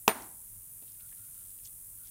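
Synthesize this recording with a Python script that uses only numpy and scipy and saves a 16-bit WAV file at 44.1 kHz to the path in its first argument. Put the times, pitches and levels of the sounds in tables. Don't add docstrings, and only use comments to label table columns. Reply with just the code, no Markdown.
import sys
import numpy as np
from scipy import signal
from scipy.fft import rfft, irfft
from scipy.io import wavfile
from scipy.ndimage import uniform_filter1d, map_coordinates

SR = 44100
rng = np.random.default_rng(int(sys.argv[2]) if len(sys.argv) > 2 else 0)


def level_to_linear(level):
    exponent = np.asarray(level, float) / 20
    return 10 ** exponent


def inscribe(sig):
    pcm = np.round(np.clip(np.atleast_2d(sig).T, -1, 1) * 32767)
    wavfile.write(sys.argv[1], SR, pcm.astype(np.int16))


N = 92610
t = np.arange(N) / SR


def unit(x):
    return x / np.sqrt(np.mean(x ** 2))


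def band(x, hz, width_hz):
    return signal.lfilter(*signal.iirpeak(hz, hz / width_hz, fs=SR), x)


def coloured(table):
    hz, db = np.array(table).T
    f = np.maximum(np.arange(N // 2 + 1) * SR / N, 1)
    gain = level_to_linear(np.interp(np.log(f), np.log(hz), db))
    return unit(irfft(rfft(rng.standard_normal(N)) * gain, N))


def fade(start, t60, rise=.0002):
    age = np.maximum(t - start, 0)
    return (1 - np.exp(-age / rise)) * level_to_linear(-60 * age / t60)


def walk(rate):
    k = int(SR / rate)
    steps = np.repeat(rng.standard_normal(N // k + 1), k)
    smooth = uniform_filter1d(uniform_filter1d(steps, k), k)
    return unit(smooth[:N])


# t/s, push on the wood/dB, splinter crack/dB
CONTACTS = [(0.0785, -17, -17), (0.0796, -9, -29), (0.0799, -21, -10)]
# f/Hz, relative level/dB, t60/s
WOOD_MODES = [(229, -24, .04), (453, -7.5, .05), (765, -12.5, 0.033), (1030, 0, .03), (1285, -4.5, .02),
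              (1860, -24, .02), (2602, -3, .02), (3020, -7, 0.016), (3980, -21, .01), (5920, -7, .01)]
# f/Hz, relative level per Hz/dB
CRACK_SPECTRUM = [(1500, -30), (4000, -8.5), (6000, 0), (7500, -5.5), (10000, -2.5), (14000, -1),
                  (17000, -3.5)]
CRACK_T60_S = .007
CHOKE_S, CHOKE_T60_S, CHOKE_HZ = .0811, .003, 600
RADIATES_HZ = 234


def blow():
    hiss, out = coloured(CRACK_SPECTRUM), 0
    choke = level_to_linear(-60 * np.maximum(t - CHOKE_S, 0) / CHOKE_T60_S)
    for s, push_db, crack_db in CONTACTS:
        ring = 0
        for hz, db, t60 in WOOD_MODES:
            mode = level_to_linear(db) * fade(s, t60, rise=.00005) * np.sin(2 * np.pi * hz * (t - s))
            ring = ring + mode * (choke if hz > CHOKE_HZ else 1)
        crack = level_to_linear(crack_db) * fade(s, CRACK_T60_S) * hiss
        out = out - level_to_linear(push_db) * ring + crack
    return signal.sosfilt(signal.butter(2, RADIATES_HZ, "high", fs=SR, output="sos"), out)


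# f/Hz, level before the swell/dB, t60/s
STEEL_TONES = [(9546, -27.5, .17), (14470, -22.5, 0.087)]
STEEL_FREE_S, STEEL_RISE_S = .083, .0048


def steel():
    out = 0
    for hz, db, t60 in STEEL_TONES:
        out = out + level_to_linear(db) * fade(STEEL_FREE_S, t60, STEEL_RISE_S) * np.sin(2 * np.pi * hz * t)
    return out


# delay/s, level/dB, low-pass f/Hz
ECHOES = [(.0047, -18, 2479), (0.0143, -14, 2985), (.020, -22, 2500), (0.025, -21, 2000),
          (0.034, -21, 1500)]


def echoes(x):
    out = x
    for delay, db, hz in ECHOES:
        late = map_coordinates(x, [(t - delay) * SR], order=1)
        out = out + level_to_linear(db) * signal.lfilter(*signal.butter(2, hz, fs=SR), late)
    return out


# f/Hz, shelter level/dB, shelter t60/s, trees level/dB, trees t60/s
SCATTER = [(161, -47, 0.13, -58, .45), (240, -37, 0.1832, -49, 0.5), (339.9, -40, .2, -44, 0.35),
           (467, -38, .16, -50, 0.37), (712, -30.5, .16, -48, 0.43), (933, -33, .2, -40.5, 0.43),
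           (1340, -34, .2, -47, .4), (1900, -34, .2, -48.5, .4), (2703, -39, .17, -52.5, 0.36),
           (3794, -39.5, .18, -55, .42), (5600, -45, .2, -56, .42), (7597, -42, .16, -50, .4),
           (11000, -38, 0.082, -59, .3), (14410, -35.5, 0.049, -63, .3)]
SHELTER_RISE_S = .003
TREES_DELAY_S, TREES_RISE_S = .06, .06


def shelter():
    out, start = 0, CONTACTS[-1][0]
    for hz, near_db, near_t60, far_db, far_t60 in SCATTER:
        near = level_to_linear(near_db) * fade(start, near_t60, SHELTER_RISE_S)
        far = level_to_linear(far_db) * fade(start + TREES_DELAY_S, far_t60, TREES_RISE_S)
        edges = hz * 2 ** np.array([-.25, .25])
        half_octave = signal.butter(2, edges, "band", fs=SR, output="sos")
        out = out + (near + far) * unit(signal.sosfilt(half_octave, rng.standard_normal(N)))
    return out


def bursts(table):
    out = np.zeros(N)
    noise = rng.standard_normal((len(table), 6000))
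    for (s, db, hz, width_hz, t60), row in zip(table, noise):
        i = int(s * SR)
        rung = band(band(row, hz, width_hz), hz, width_hz)[1000:]
        grain = unit(rung) * level_to_linear(db) * fade(0, t60)[:5000]
        out[i:i + 5000] += grain[:N - i]
    return out


# t/s, noise level before the envelope/dB, centre f/Hz, width of each resonance/Hz, t60/s
TICKS = [(.222, -43, 6000, 5000, 0.016), (.238, -56, 5200, 2500, .012), (.8228, -53.5, 3520, 6960, .015),
         (.8792, -54, 4530, 5000, .015), (.893, -57.5, 4500, 3000, 0.017), (.9201, -52.5, 6100, 3000, .015),
         (.998, -60.5, 2530, 400, 0.045), (1.0064, -55, 3180, 3500, 0.016), (1.0912, -58, 3500, 4000, .01),
         (1.116, -64, 1800, 200, 0.096), (1.127, -58.5, 2200, 3000, 0.018), (1.505, -57, 4500, 4000, .015),
         (1.5866, -58.5, 3500, 3000, 0.0123), (1.598, -62.5, 1980, 1200, 0.034),
         (1.6409, -55, 5500, 5000, 0.012), (1.650, -43, 6300, 4000, 0.011),
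         (1.6549, -41, 6300, 2500, 0.017), (1.6555, -59, 3360, 1480, 0.019),
         (1.667, -39, 9000, 4000, 0.0067), (1.6724, -47.5, 6040, 2200, 0.015),
         (1.6724, -60.5, 3500, 1200, 0.042), (2.054, -57.5, 4000, 2500, .012),
         (2.0725, -45, 5460, 6000, .01)]


def ticks():
    return bursts(TICKS)


# t/s, noise level before the envelope/dB, centre f/Hz, width of each resonance/Hz, t60/s
THUDS = [(.822, -59.5, 322, 396, 0.11), (1.126, -66, 400, 600, 0.046)]


def thuds():
    return bursts(THUDS)


# t/s, level/dB
RUSTLE_LEVEL = [(.0, -110), (.78, -105), (.84, -74.5), (1.0, -75), (1.132, -75.5), (1.3, -76), (1.5, -72),
                (1.62, -83), (1.66, -65), (1.71, -89), (1.949, -91), (2.049, -68), (2.1, -69)]
RUSTLE_HZ, RUSTLE_WIDTH_HZ, RUSTLE_PER_S = 3797, 2800, 1000


def rustle():
    hits = rng.random(N) < RUSTLE_PER_S / SR
    clicks = hits * rng.standard_normal(N) * level_to_linear(1.2 * rng.exponential(size=N))
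    s, db = np.array(RUSTLE_LEVEL).T
    return level_to_linear(np.interp(t, s, db)) * unit(band(clicks, RUSTLE_HZ, RUSTLE_WIDTH_HZ))


# pulse rate at start/Hz, at end/Hz, level/dB, centre f/Hz, resonance width/Hz
SINGERS = [(88, 85.4, -57.5, 10000, 3500), (92.8, 93, -58, 14000, 2500), (97.2, 97, -61, 8900, 2500)]
PULSE_SHARE = .3


def cicadas():
    out = 0
    for start, end, db, hz, width_hz in SINGERS:
        rate = np.linspace(start, end, N) * (1 + .0048 * walk(3))
        phase = (np.cumsum(rate) / SR + rng.random()) % 1
        pulses = np.exp(-phase / PULSE_SHARE) * rng.standard_normal(N)
        body = band(band(pulses, hz, width_hz), hz, width_hz)
        body = band(body, hz, 2 * width_hz)
        out = out + level_to_linear(db + 1.5 * walk(5)) * unit(body)
    return out


# start t/s, length/s, level/dB, f/Hz
CALLS = [(0.98, 0.11, -75, 1420), (1.155, .16, -76.5, 1417), (1.335, 0.134, -78.5, 1394),
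         (1.97, .1, -73, 1420)]
CALL_WIDTH_HZ, CALL_EDGE_S = 150, .025


def far_bird():
    out = 0
    for s, length, db, hz in CALLS:
        shape = np.clip(np.minimum(t - s, s + length - t) / CALL_EDGE_S, 0, 1)
        breath = band(band(rng.standard_normal(N), hz, CALL_WIDTH_HZ), hz, CALL_WIDTH_HZ)
        out = out + level_to_linear(db) * shape * unit(breath)
    return out


MOTOR_HZ, MOTOR_DB, MOTOR_WIDTH_HZ = 98.5, -68.5, 9.44


def motor():
    return level_to_linear(MOTOR_DB) * unit(band(rng.standard_normal(N), MOTOR_HZ, MOTOR_WIDTH_HZ))


# f/Hz, relative level per Hz/dB
AIR_SPECTRUM = [(13, -30.5), (24, -2.5), (45, -2.5), (70, -12), (100, -5), (123, -13), (200, -15),
                (250, -21.5), (634, -30.5), (1140, -28.5), (2000, -30.5), (4690, -32), (7000, -19.5),
                (9920, -6), (15500, -11), (16800, -37)]
AIR_DB = -50


def air():
    return level_to_linear(AIR_DB + .34 * walk(11)) * coloured(AIR_SPECTRUM)


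def scene():
    hands = ticks() + thuds() + rustle()
    struck = echoes(blow()) + steel() + shelter()
    background = cicadas() + far_bird() + motor() + air()
    return (struck + hands + background)[None]


def top_cut(x):
    return signal.sosfilt(signal.butter(12, 16970, fs=SR, output="sos"), x)


def record(dry):
    low_pass = signal.ellip(8, .2, 60, 15900, fs=SR, output="sos")
    mix = signal.sosfilt(low_pass, dry)
    return top_cut(mix)


dry = scene()
out = record(dry)
inscribe(out)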